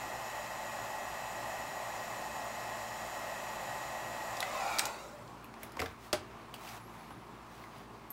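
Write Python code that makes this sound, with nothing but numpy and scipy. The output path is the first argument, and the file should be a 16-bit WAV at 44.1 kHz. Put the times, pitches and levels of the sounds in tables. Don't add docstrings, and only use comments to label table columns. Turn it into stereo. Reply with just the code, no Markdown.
import sys
import numpy as np
from scipy import signal
from scipy.fft import rfft, irfft, next_fast_len
from scipy.io import wavfile
from scipy.ndimage import uniform_filter1d, map_coordinates

SR = 44100
rng = np.random.default_rng(int(sys.argv[2]) if len(sys.argv) > 2 else 0)


def boost_factor(decibels):
    exponent = np.asarray(decibels, float) / 20
    return 10 ** exponent


def dump_mix(stems):
    frames = np.atleast_2d(stems).T
    limited = np.clip(frames, -1, 1)
    pcm = np.round(limited * 32767).astype(np.int16)
    wavfile.write(sys.argv[1], SR, pcm)


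N = 358088
T = np.arange(N) / SR

# [f/Hz, density/dB]
HELD_COLOUR = [(300, -21.5), (480, -15.5), (580, -0.5), (850, 1), (1500, -12.5), (1900, -5.5), (2250, -16),
               (4600, -25), (6400, -25), (7300, -24), (9900, -35), (12200, -26.5), (13400, -37),
               (15700, -33)]
# [f/Hz, width/Hz, gain/dB]
BARREL_MODES = [(940.0, 60, -6.6), (1580.0, 60, -3.7), (2160.0, 60, -3.6), (2520.0, 100, 6.1),
                (3360.0, 60, -3.8), (3590.0, 100, -4.1), (3970.0, 160, 4.1), (4750.0, 60, -7.4),
                (4970.0, 60, -3.9), (5100.0, 100, -5.4), (5260.0, 60, 5.1), (6400.0, 100, -9.4),
                (6490.0, 60, -3.8), (6850.0, 100, 9.5), (6980.0, 60, 3.0), (7720.0, 60, 6.1),
                (8140.0, 60, -5.9), (8270.0, 60, 7.5), (8820.0, 100, 3.1), (9210.0, 250, 3.6),
                (9460.0, 60, 7.8), (9920.0, 100, -3.1), (10270.0, 100, 7.1), (11180.0, 160, -5.9),
                (11690.0, 100, 8.7), (12080.0, 60, -5.5), (14080.0, 160, 3.7), (15630.0, 100, 4.6)]
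# [f/Hz, level/dB]
HOUSING_MODES = [(2727, -76), (2896, -75), (3133, -77), (3246, -76), (3957, -77), (4177, -78), (4578, -78),
                 (4700, -81), (5039, -81), (5499, -81), (5623, -79), (5908, -79), (8393, -83), (11348, -83),
                 (4522, -78), (4807, -80), (4861, -77), (5152, -80), (5222, -77), (5281, -75), (5685, -78),
                 (5792, -77), (6019, -79), (6164, -78), (6541, -79), (6713, -75), (6837, -69), (7009, -73),
                 (7197, -74), (7434, -78), (7472, -79), (7585, -78), (7720, -77), (8043, -80), (8280, -79),
                 (8640, -81), (9340, -83), (9442, -82), (10309, -84), (10659, -86), (11719, -78),
                 (12177, -82), (15638, -87)]
SHAFT_HZ = 173.92
HELD_DB = -42.5
SAG_S, SAG_TAKES_S, SAG = 4.97, .09, .27


def unit(x):
    return x / np.sqrt(np.mean(x ** 2) + 1e-20)


def peak(x):
    return x / np.abs(x).max()


def ramp(start_s, takes_s):
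    return np.clip((T - start_s) / takes_s, 0, 1)


def along(points, hz):
    f, v = np.transpose(points)
    return np.interp(np.log(hz + 1), np.log(f + 1), v)


def curve(rows):
    s, v = np.transpose(rows)
    return np.interp(T, s, v)


def wobble(rate):
    return map_coordinates(rng.standard_normal(int(N * rate / SR) + 4), [np.arange(N) * rate / SR])


def filtered(x, response):
    m = next_fast_len(len(x) + 8192)
    return irfft(rfft(x, m) * response(np.fft.rfftfreq(m, 1 / SR)), m)[:len(x)]


def treble_of(x, corner_hz, order):
    return filtered(x, lambda hz: 1 / (1 + (corner_hz / (hz + 1)) ** order))


def resonance(f, hz, width):
    return 1j * f * width / (hz * hz - f * f + 1j * f * width)


def bumps(modes, hz):
    return sum(db * np.abs(resonance(hz, c, w)) ** 2 for c, w, db in modes)


def rush(colour_db, patchy_db, high=6, long=12):
    z = signal.stft(rng.standard_normal(N), nperseg=512)[2]
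    field = uniform_filter1d(rng.standard_normal(z.shape), size=high, axis=0)
    field = uniform_filter1d(field, size=long, axis=1)
    noise = signal.istft(z * boost_factor(patchy_db * unit(field)), nperseg=512)[1][:N]
    return unit(filtered(noise, lambda hz: boost_factor(colour_db(hz))))


def breath(width_hz):
    return unit(filtered(rng.standard_normal(N), lambda hz: 1 / (1 + (2 * hz / width_hz) ** 2)))


def lift():
    # [t/s, shaft speed ratio]
    speed_points = [
        (0, 1),
        (4.42, 1),
        (4.64, 1.33),
        (4.8, 1.33),
        (4.97, 1.3),
        (5.07, 1.07),
        (5.2, .85),
        (5.6, .4),
    ]
    # [t/s, level/dB]
    sweep = [(4.1, -63), (4.3, -54), (4.42, -44), (4.54, -38), (4.74, -35.5), (4.87, -38), (4.97, -44.5),
             (5.05, -49), (5.11, -54), (5.2, -62), (5.6, -91)]
    speed, free_db = curve(speed_points), curve(sweep)
    fading = boost_factor(np.maximum(HELD_DB - 92 * np.clip(T - 4.26, 0, None) ** 2, -150))
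    held_db = 20 * np.log10(fading + boost_factor(free_db - 15.5))
    lift_db = -2 + 33 * np.clip(T - 4.93, 0, .4)
    detour_m = .5 + .7 * (speed - 1).clip(-.15)
    return held_db, free_db, lift_db, speed, detour_m


def held_jet():
    scatter = rng.standard_normal(900)

    def colour_db(hz):
        ripple = 3 * np.interp(hz, np.linspace(0, SR / 2, len(scatter)), scatter)
        ripple = ripple * np.clip(hz / 3000 - .2, 0, 1)
        return along(HELD_COLOUR, hz) + bumps(BARREL_MODES, hz) + ripple

    def modes(f):
        return sum(boost_factor(db) * resonance(f, hz, 3.8) / np.sqrt(np.pi * 22 / SR) for hz, db in HOUSING_MODES)

    return rush(colour_db, patchy_db=0.35) + boost_factor(38) * filtered(rng.standard_normal(N), modes)


def free_jet(lift_db, detour_m):
    # [f/Hz, density/dB]
    free_colour = [(180, -22), (300, -7), (384, -21.5), (543, -7), (769, 0.5), (937, -9), (1300, -4.5),
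                   (1560, -14.5), (2560, -13), (3020, -22.5), (3810, -19), (7500, -21), (12000, -34.5),
                   (15500, -27)]
    # [f/Hz, width/Hz, gain/dB]
    nozzle = [(577, 94, 3.5), (777, 37, 9.5), (1050, 50, 7), (2080, 120, 3), (2580, 130, 2), (3700, 220, 8),
              (7100, 570, 5), (11300, 450, 11)]
    jet = rush(lambda hz: along(free_colour, hz) + bumps(nozzle, hz), patchy_db=3.5, high=1, long=24)
    jet = jet + .55 * map_coordinates(jet, [np.arange(N) - detour_m / 343 * SR])
    turning = 1 + .035 * ramp(4.8, .09)
    sagging = turning - SAG * ramp(SAG_S, SAG_TAKES_S)
    roar = filtered(jet, lambda hz: 1 / (1 + (hz / 950) ** 6))
    upper = map_coordinates(jet - roar, [np.cumsum(turning)], mode="wrap")
    jet = upper + map_coordinates(roar, [np.cumsum(sagging)], mode="wrap")

    def facing_bands(hz):
        return np.abs(resonance(hz, 1220, 280)) ** 2 + 0.69 * np.abs(resonance(hz, 2450, 300)) ** 2

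    facing = boost_factor(5 * np.exp(-((T - 4.7) / 0.13) ** 4))
    jet = jet + (facing - 1) * filtered(jet, facing_bands)
    middle = filtered(jet, lambda hz: np.abs(resonance(hz, 2700, 2200)) ** 2)
    treble = treble_of(jet, 5500, 4)
    return jet + (boost_factor(lift_db) - 1) * treble + (boost_factor(-.6 * lift_db) - 1) * middle


def whine(shaft, held_db, free_db, lift_db):
    orders = [1, 3, 5, 6, 7, 11, 12, 15, 17, 19, 20, 28]
    # [under held jet/dB, under free jet/dB]
    tone_levels = [(-37, -29), (-23.5, -14.5), (-10.5, -24), (-17, -16.5), (-20.5, -37), (-12.5, -30),
                   (-21.5, -41), (-18, -46), (-45, -31), (-50, -34), (-29.5, -43), (-50, -50)]
    out = np.zeros(N)
    for k, (a_db, b_db) in zip(orders, tone_levels):
        level = boost_factor(held_db + a_db) + boost_factor(free_db + b_db + 0.85 * lift_db)
        tone = boost_factor(0.69 * wobble(8)) * np.sin(k * shaft + 2 * np.pi * rng.random())
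        out += np.sqrt(2) * level * tone
    return out


def housing(shaft):
    m = next_fast_len(N + SR)
    orders = np.add.outer(np.arange(16, 88), [0, .32, .62]).ravel()
    faint_hz = SHAFT_HZ * orders
    faint_db = HELD_DB - 22.5 + 2.8 * np.log2(orders / 30)
    faint_db = faint_db + along(HELD_COLOUR, faint_hz) + bumps(BARREL_MODES, faint_hz)
    faint_db = faint_db + 14 * rng.standard_normal(len(orders)).clip(None, .55)
    hz, db = np.hstack([np.transpose(HOUSING_MODES), [faint_hz, faint_db]])
    lines = np.zeros(m // 2 + 1, complex)
    phases = np.exp(2j * np.pi * rng.random(len(hz)))
    lines[np.round(hz / SR * m).astype(int)] = boost_factor(db) * phases * m / np.sqrt(2)
    return map_coordinates(irfft(lines, m), [shaft / (2 * np.pi * SHAFT_HZ) * SR], mode="wrap")


def gun():
    held_db, free_db, lift_db, speed, detour_m = lift()
    unsteady = 1 + 0.000398 * wobble(2.143) + 0.000907 * wobble(40)
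    shaft = 2 * np.pi * SHAFT_HZ * np.cumsum(speed * unsteady) / SR
    air = boost_factor(held_db + 0.37 * wobble(6.32)) * held_jet()
    air = air + boost_factor(free_db - 1.76) * free_jet(lift_db, detour_m)
    throb = 0.19 * np.sin(shaft) + 0.053 * np.sin(2 * shaft) + 0.065 * np.sin(3 * shaft)
    chopped = throb * treble_of(air, 2500, 4)
    sing_level = (boost_factor(held_db + 46.5) + boost_factor(free_db + 19)) * boost_factor(-22 * np.abs(speed - 1))
    return air + chopped + whine(shaft, held_db, free_db, lift_db) + sing_level * housing(shaft)


def edge():
    held_db, free_db, *_ = lift()
    aim_hz = 6950 + 75 * wobble(3.0)
    drifting = breath(110) * np.sin(2 * np.pi * np.cumsum(aim_hz) / SR)
    upper = boost_factor(4 * wobble(3)) * breath(220) * np.sin(2 * np.pi * 11700 * T)
    hoot_hz = 815 * (1 - SAG * ramp(SAG_S, SAG_TAKES_S))
    hoot = ramp(4.85, 0.11) * breath(52) * np.sin(2 * np.pi * np.cumsum(hoot_hz) / SR)
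    return boost_factor(held_db) * (boost_factor(-33) * drifting + boost_factor(-36) * upper) + boost_factor(free_db - 5.5) * hoot


def shop():
    # [f/Hz, level/dB]
    hum_tones = [(56, -66), (113.5, -64.5), (175, -69.5), (226, -64), (333, -75), (399, -69.5)]
    # [f/Hz, density/dB]
    vent_colour = [(30, -24), (48, -52), (62, -1.5), (82, -33), (110, -2.5), (170, -10), (270, -9),
                   (335, -6.5), (480, -13), (680, -12), (1100, -7), (1500, -17), (2900, -26),
                   (15500, -43.5)]
    hum = np.zeros(N)
    for hz, db in hum_tones:
        level = np.sqrt(2) * boost_factor(db + hz / 150 * wobble(4.6))
        hum += level * np.sin(2 * np.pi * hz * T + hz / 300 * wobble(4))
    return hum + boost_factor(-52 + 0.74 * wobble(2.08)) * rush(lambda hz: along(vent_colour, hz), patchy_db=1.4)


def rag():
    # [f/Hz, density/dB]
    cloth_colour = [(200, -44), (700, 9.5), (1200, 1.5), (1800, 0), (2500, -2.5), (3200, -8), (5000, -11.5),
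                    (9000, -18.5), (12000, -20), (15500, -18)]
    # [t/s of the peak, rise/s, fall/s, level/dB, brightness: treble above 4.5
    # kHz raised 3.57 dB per unit]
    strokes = [
        (5.64, 0.06, 0.077, -59, 0),
        (5.83, 0.072, 0.09, -54.5, 0),
        (6.05, 0.053, 0.06, -68.5, 4),
        (6.36, 0.18, 0.12, -61.5, -10),
        (6.7, 0.1, 0.075, -57.5, 3),
        (6.77, 0.038, 0.023, -59.5, 2),
        (7.02, 0.15, 0.088, -62, 0.5),
        (7.58, .07, 0.11, -68.5, 3),
        (7.78, 0.071, 0.062, -59.5, -0.5),
    ]
    dull = bright = boost_factor(-67) * ramp(3.8, 0.09)
    for s, rise, fall, db, tilt_db in strokes:
        stroke = boost_factor(db) * np.exp(-((T - s) / np.where(T < s, rise, fall)) ** 2)
        dull = np.hypot(dull, stroke)
        bright = np.hypot(bright, boost_factor(3.57 * tilt_db) * stroke)
    cloth = rush(lambda hz: along(cloth_colour, hz), patchy_db=1) * boost_factor(1.3 * wobble(250))
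    top = treble_of(cloth, 4500, 2)
    return boost_factor(5.0) * (dull * (cloth - top) + bright * top)


def walls(x):
    # [f/Hz, t60/s]
    room_t60 = [(100, 0.2), (800, 0.27), (4000, 0.22), (15000, 0.14)]
    hz, t, z = signal.stft(rng.standard_normal(len(x)), SR, nperseg=256)
    tail = signal.istft(z * boost_factor(-60 * t / along(room_t60, hz)[:, None]), SR, nperseg=256)[1]
    return signal.fftconvolve(np.pad(x, (150, 0)), tail / np.linalg.norm(tail))[:len(x)]


def strike(contacts, crack_db, rise_db, thud_db, wet_db):
    # [f/Hz, width/Hz, level/dB]
    bench_modes = [(85, 10, 6.5), (159, 28, -17), (222, 17, -2.5), (347, 150, -1.5), (534, 78, 1.5),
                   (750, 54, 1.5)]

    def wood(f):
        return sum((-1) ** k * boost_factor(db) * resonance(f, c, w) for k, (c, w, db) in enumerate(bench_modes))

    out, t = np.zeros(N + SR), np.arange(SR // 3) / SR
    for s, db, ring_hz, t60 in contacts:
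        decay = boost_factor(-60 * t / np.clip(t60, .004, .2)) * (1 - np.exp(-t / 0.0001))
        burst = rng.standard_normal((3, len(t))) * decay
        burst[:, 6] += 2.5
        ring = filtered(burst[0], lambda f: resonance(f, ring_hz, .19 * ring_hz))
        crack = filtered(burst[1], lambda f: resonance(f, 0.79 * ring_hz, 1.54 * ring_hz) ** 2)
        crack_level = boost_factor(crack_db + rise_db * np.log2(ring_hz / 3000))
        hit = peak(peak(ring) + crack_level * peak(crack))
        hit = hit + boost_factor(thud_db) * peak(filtered(burst[2], wood))
        out[round(s * SR):][:len(t)] += boost_factor(db - 0.5) * (hit + boost_factor(wet_db) * walls(hit))
    return out[:N]


def switch():
    # [t/s, peak/dB, ring f/Hz, t60/s]
    clicks = [(4.369, -34, 5000, .035), (4.382, -45, 11500, .02), (4.404, -30, 5100, .011),
              (4.4042, -26, 3600, 0.013), (4.4045, -27, 11000, .015), (4.4274, -22, 2060, 0.027),
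              (4.7857, -19, 5200, .023), (4.7933, -12, 7250, 0.01), (4.7947, -21.5, 2180, 0.04),
              (4.8544, -26, 6960, 0.03), (4.8546, -26, 3700, 0.013), (4.7936, -18.5, 3980, .012),
              (4.794, -38, 1460, 0.013), (4.868, -32, 7400, 0.016)]
    return strike(clicks, crack_db=0, rise_db=0.1, thud_db=-41, wet_db=-9)


def ticks():
    # [t/s, peak/dB, ring f/Hz, t60/s]
    small_parts = [(5.2774, -48, 4200, .02), (5.4435, -41.5, 12600, .02), (5.5405, -39, 2300, 0.011),
                   (5.602, -52, 6000, .01), (5.7199, -46, 4960, 0.019), (6.5405, -33, 2650, 0.013),
                   (6.541, -45, 4570, .049), (6.542, -39, 750, .035), (6.5415, -52, 7500, .05),
                   (6.563, -44, 2800, .01), (6.542, -33.5, 13600, 0.013), (6.6147, -50, 2270, .015),
                   (6.6491, -44, 2480, .015), (6.675, -39, 2480, .02), (6.69, -40, 5000, .015),
                   (5.6315, -34.5, 11800, 0.021), (5.4445, -44, 2500, 0.009), (5.721, -46, 11500, .015),
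                   (6.777, -44, 2500, .011), (7.642, -59, 10800, .03), (7.781, -51, 10600, .02),
                   (8.1037, -36, 13100, .022)]
    return strike(small_parts, crack_db=-10, rise_db=4.7, thud_db=-28, wet_db=-6)


def laying():
    # [t/s, peak/dB, ring f/Hz, t60/s]
    touches = [(5.632, -37, 2020, 0.032), (5.769, -38, 4740, 0.012), (5.7712, -32, 960, .006),
               (5.7938, -24.5, 2120, 0.019), (5.7975, -28.5, 2260, 0.021), (5.8025, -25.5, 2070, 0.016),
               (5.802, -28, 4870, 0.01), (5.8166, -26.5, 2730, 0.014), (5.8168, -39, 4140, 0.014),
               (5.82, -27.5, 1280, 0.039), (5.842, -41, 10100, .011), (5.8599, -31.5, 1690, 0.026),
               (5.8597, -36, 3600, 0.0091), (5.633, -43, 800, 0.027), (7.1054, -39, 980, 0.054),
               (7.639, -42, 2200, .015)]
    return strike(touches, crack_db=-3.5, rise_db=4.3, thud_db=-7, wet_db=-8)


def squeaks():
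    # [t/s, length/s, from f/Hz, to f/Hz, level/dB]
    whistles = [(5.635, 0.023, 12200, 11000, -68), (5.822, .025, 11200, 12000, -62),
                (6.78, 0.1, 10500, 11600, -68), (6.85, 0.049, 11600, 11300, -69),
                (6.83, .07, 12500, 12350, -79), (6.88, 0.081, 12150, 11400, -74),
                (6.95, .05, 12050, 11850, -76), (6.89, .08, 10300, 10400, -78),
                (6.9, .07, 10750, 10950, -75), (6.965, 0.048, 10850, 10800, -69),
                (6.995, .055, 10800, 10200, -72), (7.015, .035, 11750, 11400, -77),
                (7.06, .075, 11300, 11750, -75), (7.065, .045, 10300, 10550, -77),
                (7.1, .045, 10950, 10450, -69), (7.145, .125, 10550, 10450, -78),
                (7.15, .1, 10100, 10000, -83)]
    out = np.zeros(N)
    waver_hz, flutter = 60 * wobble(70), boost_factor(4 * wobble(90))
    for s, length, from_hz, to_hz, db in whistles:
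        span = slice(round(s * SR), round((s + length) * SR))
        u = (T[span] - s) / length
        hz = from_hz + (to_hz - from_hz) * u + waver_hz[span]
        swell = np.sqrt(np.abs(np.sin(np.pi * u)))
        out[span] += boost_factor(db + 1.5) * swell * np.sin(2 * np.pi * np.cumsum(hz) / SR)
    return out * flutter


def knocks():
    # [f/Hz, level/dB, t60/s]
    body_modes = [(94.4, -21, 0.35), (233, -9, 0.1), (328, -4.5, 0.13), (480, -10, 0.053), (600, 3, 0.085),
                  (800, -7.5, 0.11), (980, -10, 0.063), (1185, -10, 0.04), (1500, -10, 0.062)]
    # [t/s, level/dB, pitch ratio]
    landings = [
        (5.819, -31.5, .79),
        (6.129, -26, 1.01),
    ]
    out, t = np.zeros(N + SR), np.arange(SR // 3) / SR
    for s, level_db, ratio in landings:
        drift = 0.051 * np.cumsum(rng.standard_normal((len(body_modes), len(t))), axis=1)
        body = np.zeros(len(t))
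        for (hz, db, t60), phase in zip(body_modes, drift):
            body += boost_factor(db - 60 * t / t60) * np.sin(2 * np.pi * hz * ratio * t + phase)
        body = body * (1 - np.exp(-t / 0.0039))
        out[round(s * SR):][:len(t)] += boost_factor(level_db) * (body + boost_factor(-8.5) * walls(body))
    return out[:N]


def slam():
    # [t/s, peak/dB, ring f/Hz, t60/s]
    drop_contacts = [
        (6.129, -17, 4720, 0.0072),
        (6.1292, -25.5, 2300, 0.084),
        (6.1295, -27, 8500, .04),
        (6.13, -28, 1490, 0.089),
        (6.1306, -21, 5500, 0.014),
    ]
    return strike(drop_contacts, crack_db=13, rise_db=2.1, thud_db=-13, wet_db=-7)


def steel():
    # [f/Hz, level/dB, t60/s]
    ping_modes = [(13100, -37.5, 0.093), (8400, -57, .08), (6540, -62, .06), (11800, -62, .06)]
    out, t = np.zeros(N + SR), np.arange(SR // 3) / SR
    ping = sum(boost_factor(db - 60 * t / t60) * np.sin(2 * np.pi * hz * t) for hz, db, t60 in ping_modes)
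    out[round(8.104 * SR):][:len(t)] += ping
    return out[:N]


def scene():
    blowing = gun() + edge() + shop()
    handling = rag() + switch() + ticks() + laying()
    ending = squeaks() + knocks() + slam() + steel()
    return np.tile(blowing + handling + ending, (2, 1))


def band_limit(x):
    return signal.sosfilt(signal.butter(12, 16820, fs=SR, output="sos"), x)


def record(dry):
    top_hz = 15780
    cut = filtered(dry[0], lambda hz: np.where(hz < top_hz, 1, boost_factor(-39) * (hz < top_hz + 130)))
    return band_limit(np.array([cut, cut]))


dry = scene()
out = record(dry)
dump_mix(out)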